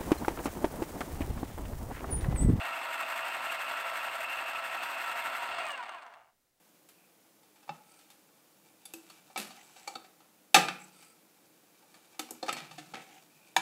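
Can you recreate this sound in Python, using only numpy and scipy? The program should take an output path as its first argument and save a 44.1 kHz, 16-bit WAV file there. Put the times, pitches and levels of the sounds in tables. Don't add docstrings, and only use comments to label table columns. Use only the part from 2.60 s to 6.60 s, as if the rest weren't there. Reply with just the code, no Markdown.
import sys
import numpy as np
from scipy import signal
from scipy.fft import rfft, irfft, next_fast_len
from scipy.io import wavfile
from scipy.ndimage import uniform_filter1d

SR = 44100
rng = np.random.default_rng(int(sys.argv[2]) if len(sys.argv) > 2 else 0)


def inscribe(sig):
    pcm = np.round(np.clip(np.atleast_2d(sig).T, -1, 1) * 32767)
    wavfile.write(sys.argv[1], SR, pcm.astype(np.int16))


N = 176400
T = np.arange(N) / SR
PINION_TEETH, WHEEL_TEETH, MAINS_HZ = 12, 115, 60

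# freq_hz, gain_db
CASE_COLOUR = [(30, -65), (100, -24.5), (190, -24), (250, -12), (490, -14), (560, -7), (680, -1.5),
               (830, 0.5), (1150, 0), (1650, -3.5), (2200, -5), (2450, -8.5), (3200, -12), (4400, -16.5),
               (5600, -29), (8200, -26), (10000, -43), (15000, -35)]
# freq_hz, width_hz, height_db
CASE_MODES = [(692, 98, 6), (932, 51, 2.5), (1365, 54, 7.5), (1869, 35, 5.5), (2144, 49, 6),
              (2275, 70, 4.5), (2530, 21, 5), (2660, 40, 6.5), (2790, 51, 11.5), (3083, 63, 6),
              (3440, 110, 6), (4400, 140, 2.5), (8555, 710, 10.5)]


def undb(db):
    return 10 ** (np.asarray(db) / 20)


def level(x, rms_db):
    return x * undb(rms_db) / np.std(x)


def curve(rows):
    return np.interp(T, *np.array(rows).T)


def walk(rate_hz):
    hold = int(SR / rate_hz)
    steps = np.repeat(rng.standard_normal(N // hold + 1), hold)
    return 1.206 * uniform_filter1d(uniform_filter1d(steps, hold), hold)[:N]


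def cycle(turns):
    return np.cos(2 * np.pi * turns)


def shape_db(hz, points):
    freq_hz, gain_db = np.array(points).T
    return np.interp(np.log(hz + 1), np.log(freq_hz), gain_db)


def colour(x, points, modes=()):
    size = next_fast_len(N + SR // 4, real=True)
    size += size % 2
    hz = np.fft.rfftfreq(size, 1 / SR)
    peaks_db = sum(height / (1 + (2 * (hz - centre) / width) ** 2) for centre, width, height in modes)
    cepstrum = irfft(np.log(undb(shape_db(hz, points) + peaks_db)))
    cepstrum[1:size // 2] *= 2
    cepstrum[size // 2 + 1:] = 0
    return irfft(rfft(x, size) * np.exp(rfft(cepstrum)))[:N]


def grains(per_s, scatter_db):
    hits = (rng.random(N) < per_s / SR) * rng.choice([-1, 1], N)
    return hits * undb(scatter_db * np.clip(rng.standard_normal(N), -2, 2))


def burst(force, points):
    noise = rng.standard_normal(N)
    return colour(force * noise, points, CASE_MODES) / np.std(colour(noise, points, CASE_MODES))


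def tooth_strikes(turns, pace):
    jitter_s, scatter_db, slow_boost_db = 0.00016, 5, 12.5
    teeth = np.arange(1, int(turns[-1] * PINION_TEETH))
    lateness, strength = rng.standard_normal((len(teeth), 2)).T
    strike_s = np.interp(teeth, turns * PINION_TEETH, T) + jitter_s * lateness
    position = np.clip(strike_s * SR, 0, N - 2)
    sample, fraction = position.astype(int), position % 1
    size = undb(scatter_db * pace[sample] * strength + slow_boost_db * (1 - pace[sample]))
    return np.bincount(sample, size * (1 - fraction), N) + np.bincount(sample + 1, size * fraction, N)


def gear_rattle(turns, pace, power, bite):
    # time_s, gain_db
    slack = [(1.45, -0.2), (1.67, -1.5), (2.1, -0.8), (2.86, 0), (2.93, 1.5), (3.0, 3), (3.12, 0),
             (3.3, 1.5), (3.45, -2)]
    bite_db, ripple_db, runout_db = 1.2, 1.34, 1.3
    strikes_db, chatter_db, soften_hz = -45, -43, 1290
    strikes = tooth_strikes(turns, pace)
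    chatter = grains(per_s=4000 * pace ** 2, scatter_db=4)
    sway_db = power * (bite_db * bite + ripple_db * cycle(2 * MAINS_HZ * T)) + runout_db * cycle(turns)
    force = undb(sway_db + curve(slack)) * pace ** 0.97
    hardness = pace ** 0.93
    out = 0
    for hits, rms_db in (strikes, strikes_db), (chatter, chatter_db):
        soft = signal.lfilter(*signal.butter(1, soften_hz, fs=SR), hits)
        contact = force * (hardness * hits + (1 - hardness) * soft)
        out += level(colour(contact, CASE_COLOUR, CASE_MODES), rms_db)
    return out


def gear_whine(turns, speed_hz, power):
    # driven_db, coasting_db
    harmonics = [(-56, -50), (-56, -45), (-75, -47), (-54, -49.5), (-70.5, -51.5), (-77, -62), (-79, -60),
                 (-78.5, -56.5)]
    # freq_hz, gain_db
    frame = [(300, -19), (520, -12), (660, -3.5), (800, -6), (950, 2), (1170, 3), (1350, -4.5), (1550, 5),
             (1850, -5), (2250, -9), (2500, 3.5), (2850, 7), (3050, -3), (3600, -40)]
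    # time_s, gain_db
    fade = [(3.0, 10.5), (3.06, 0.5), (3.105, 4), (3.17, -2.5), (3.232, 0), (3.28, -4), (3.38, -4),
            (3.46, -11), (3.56, -16), (3.65, -30)]
    wobble_rad, ripple_rad, backlash_rad, flutter_db = 0.44, 0.3, 0.11, 4
    phase = 2 * np.pi * PINION_TEETH * turns + wobble_rad * walk(40)
    phase += ripple_rad * power * cycle(2 * MAINS_HZ * T) + backlash_rad * walk(400)
    out = 0
    for k, (driven_db, coasting_db) in enumerate(harmonics, 1):
        radiated_db = coasting_db + shape_db(k * PINION_TEETH * speed_hz, frame)
        db = power * driven_db + (1 - power) * radiated_db + flutter_db * walk(110)
        out += undb(db) * np.sin(k * phase)
    return out * undb(curve(fade))


def shaving(turns, cutter_turns, bite):
    # time_s, gain_db
    pressure = [(0, 0), (.25, 1.5), (.38, 3), (.62, 0.9), (1.02, 2.2), (1.3, 0.5), (1.39, 3), (1.47, 1),
                (1.59, 3), (1.67, 0.5), (1.8, 1.5), (1.92, 0), (2.12, 0.5), (2.23, 1.7), (2.6, 2.5),
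                (2.78, 1), (2.91, -2), (2.94, -18), (3.1, -7), (3.16, -44)]
    # freq_hz, gain_db
    wood_colour = [(200, -20), (700, -1), (1100, 16), (1700, 20.5), (2300, 11.5), (3000, 6), (4400, -1),
                   (5500, -5), (7000, -4), (7700, 1.5), (8500, -6), (9200, -7), (9900, -12.5),
                   (11500, -1.5), (12800, 0.5), (14000, -4), (15800, -10.5)]
    bite_db, orbit_db, flute_db, runout_db, wood_grain_db = 2.5, 1.1, 1.5, 0.5, 2.13
    deepest_cut_turns, flutes_per_turn = 0.71, 22.75
    snaps = grains(per_s=18000, scatter_db=3.5)
    cut_db = curve(pressure) + bite_db * bite + orbit_db * cycle(cutter_turns - deepest_cut_turns)
    cut_db += flute_db * cycle(flutes_per_turn * cutter_turns) + runout_db * cycle(turns)
    cut_db += wood_grain_db * walk(170)
    return level(colour(snaps * undb(cut_db), wood_colour, CASE_MODES), rms_db=-43.5)


def knocks():
    # start_s, level_db, click_gain_db, click_decay_s
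    impacts = [(.062, -36, -17, .003), (0.41, -32, -19, .004), (0.522, -35, -28, .004),
               (.765, -35, -22, .004), (0.947, -32.5, -23, .004), (1.002, -37, -18, .002),
               (1.112, -32, -20, .003), (1.804, -35.5, -21, .004), (1.861, -45, -3, .002),
               (2.144, -36, -11, .002), (2.235, -38.5, -3.5, .004), (2.495, -35, -13, .004),
               (2.669, -34, -22, .004), (2.832, -35, -19, .002), (2.986, -33, -16, .004),
               (3.066, -37.5, -11, .004), (3.104, -35, -18, 0.0034), (3.177, -43, -6, .002),
               (3.228, -40.5, -14, .002), (3.237, -45, -8, .002), (3.293, -39.5, -12, .003),
               (3.346, -45.5, -20, .003), (3.4228, -51.5, -3, .0012), (3.4305, -56, -2, .0015),
               (3.4647, -51.5, -3, .0012), (3.526, -59, -7, .003), (3.5385, -48, -16, .0012)]
    # freq_hz, gain_db
    click_colour = [(100, -45.5), (500, -32), (2500, -3), (4300, 4), (6500, 0), (8500, -5), (10000, -29),
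                    (15000, -21)]
    attack_s, decay_s = 0.0014, 0.0059
    thud, click = np.zeros(N), np.zeros(N)
    for start_s, level_db, click_gain_db, click_decay_s in impacts:
        age_s = np.maximum(T - start_s, 0)
        rise = np.clip((T - start_s) / attack_s + 1, 0, 1)
        thud += rise * undb(level_db) * np.exp(-age_s / decay_s)
        click += (T >= start_s) * undb(level_db + click_gain_db) * np.exp(-age_s / click_decay_s)
    return burst(thud, CASE_COLOUR) + burst(click, click_colour)


def drive_hum(power):
    # pitch_hz, rms_db
    tones = [(55.3, -87), (114, -82.5), (120, -85), (166, -86), (405, -78.5), (526, -64.5), (600, -63),
             (663, -60), (948, -51.5), (1068, -57.5), (1188, -56), (1334, -57.5), (1445, -56.5)]
    waver_db, waver_rad = 2.6, 0.52
    out = 0
    for pitch_hz, rms_db in tones:
        amplitude = np.sqrt(2) * undb(rms_db + waver_db * walk(34.91))
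        phase = 2 * np.pi * (pitch_hz * T + rng.random()) + waver_rad * walk(14)
        out += amplitude * np.sin(phase)
    return power * out


def withdrawal():
    # centre_s, length_s, level_db
    scrapes = [(2.992, .008, -50), (3.055, .006, -48), (3.07, 0.0098, -50), (3.087, .005, -53),
               (3.108, .014, -52), (3.121, 0.009, -48.5), (3.132, .006, -56.5)]
    # freq_hz, gain_db
    scrape_colour = [(200, -27), (1200, -3), (3000, 0), (5500, -4), (7500, -1), (8700, 8.5), (9800, -18),
                     (13000, -12), (15500, -10)]
    touch = sum(undb(level_db) * np.exp(-(2 * (T - centre_s) / length_s) ** 2)
                for centre_s, length_s, level_db in scrapes)
    friction = colour(grains(per_s=1500, scatter_db=6.5), scrape_colour)
    return touch * level(friction, rms_db=0)


def bearings(turns):
    # freq_hz, gain_db
    rub_colour = [(100, -46), (450, -20.5), (600, -11), (700, 4), (800, -1.5), (970, 0), (1250, -6),
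                  (1600, -6.5), (1900, -17), (2250, -11), (2500, -24), (2850, -11.5), (3200, -29),
                  (6000, -30), (12000, -49)]
    stop_s, fade_s, swing_db = 3.75, 0.21, 0.83
    contact = np.clip((stop_s - T) / fade_s, 0, 1) * undb(swing_db * cycle(turns))
    friction = contact * grains(per_s=2000, scatter_db=2.5)
    return level(colour(friction, rub_colour), rms_db=-58)


def room():
    # freq_hz, gain_db
    room_colour = [(15, -41), (25, -7), (86, -15.5), (119, -5), (144, -10.5), (509, -10), (762, -11),
                   (1170, -18), (15500, -19)]
    return level(colour(rng.standard_normal(N), room_colour), rms_db=-75.5)


def scene():
    # time_s, speed_hz
    motor_speed = [(0, 55.3), (1.3, 55.3), (2.4, 55.1), (2.7, 55.2), (2.9, 56.0), (3.0, 56.0), (3.11, 48.4),
                   (3.2, 41.2), (3.3, 33.4), (3.45, 21.9), (3.6, 11), (3.74, 0)]
    first_bite_s, switch_off_s, switch_fade_s = 0.068, 3.03, 0.035
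    speed_hz = curve(motor_speed)
    turns, pace = np.cumsum(speed_hz) / SR, speed_hz / speed_hz[0]
    power = np.clip((switch_off_s - T) / switch_fade_s + 0.5, 0, 1)
    cutter_turns = (turns - first_bite_s * speed_hz[0]) * PINION_TEETH / WHEEL_TEETH
    bite = cycle(2 * cutter_turns) - 0.26 * cycle(4 * cutter_turns)
    background = room()
    gears = gear_rattle(turns, pace, power, bite) + gear_whine(turns, speed_hz, power)
    drive = drive_hum(power) + bearings(turns)
    pencil = shaving(turns, cutter_turns, bite) + withdrawal()
    return (gears + drive + pencil + knocks() + background)[None]


def record(dry):
    cutoff_hz = 15800
    return signal.sosfilt(signal.ellip(10, 0.2, 70, cutoff_hz, fs=SR, output="sos"), dry)


dry = scene()
out = record(dry)
inscribe(out)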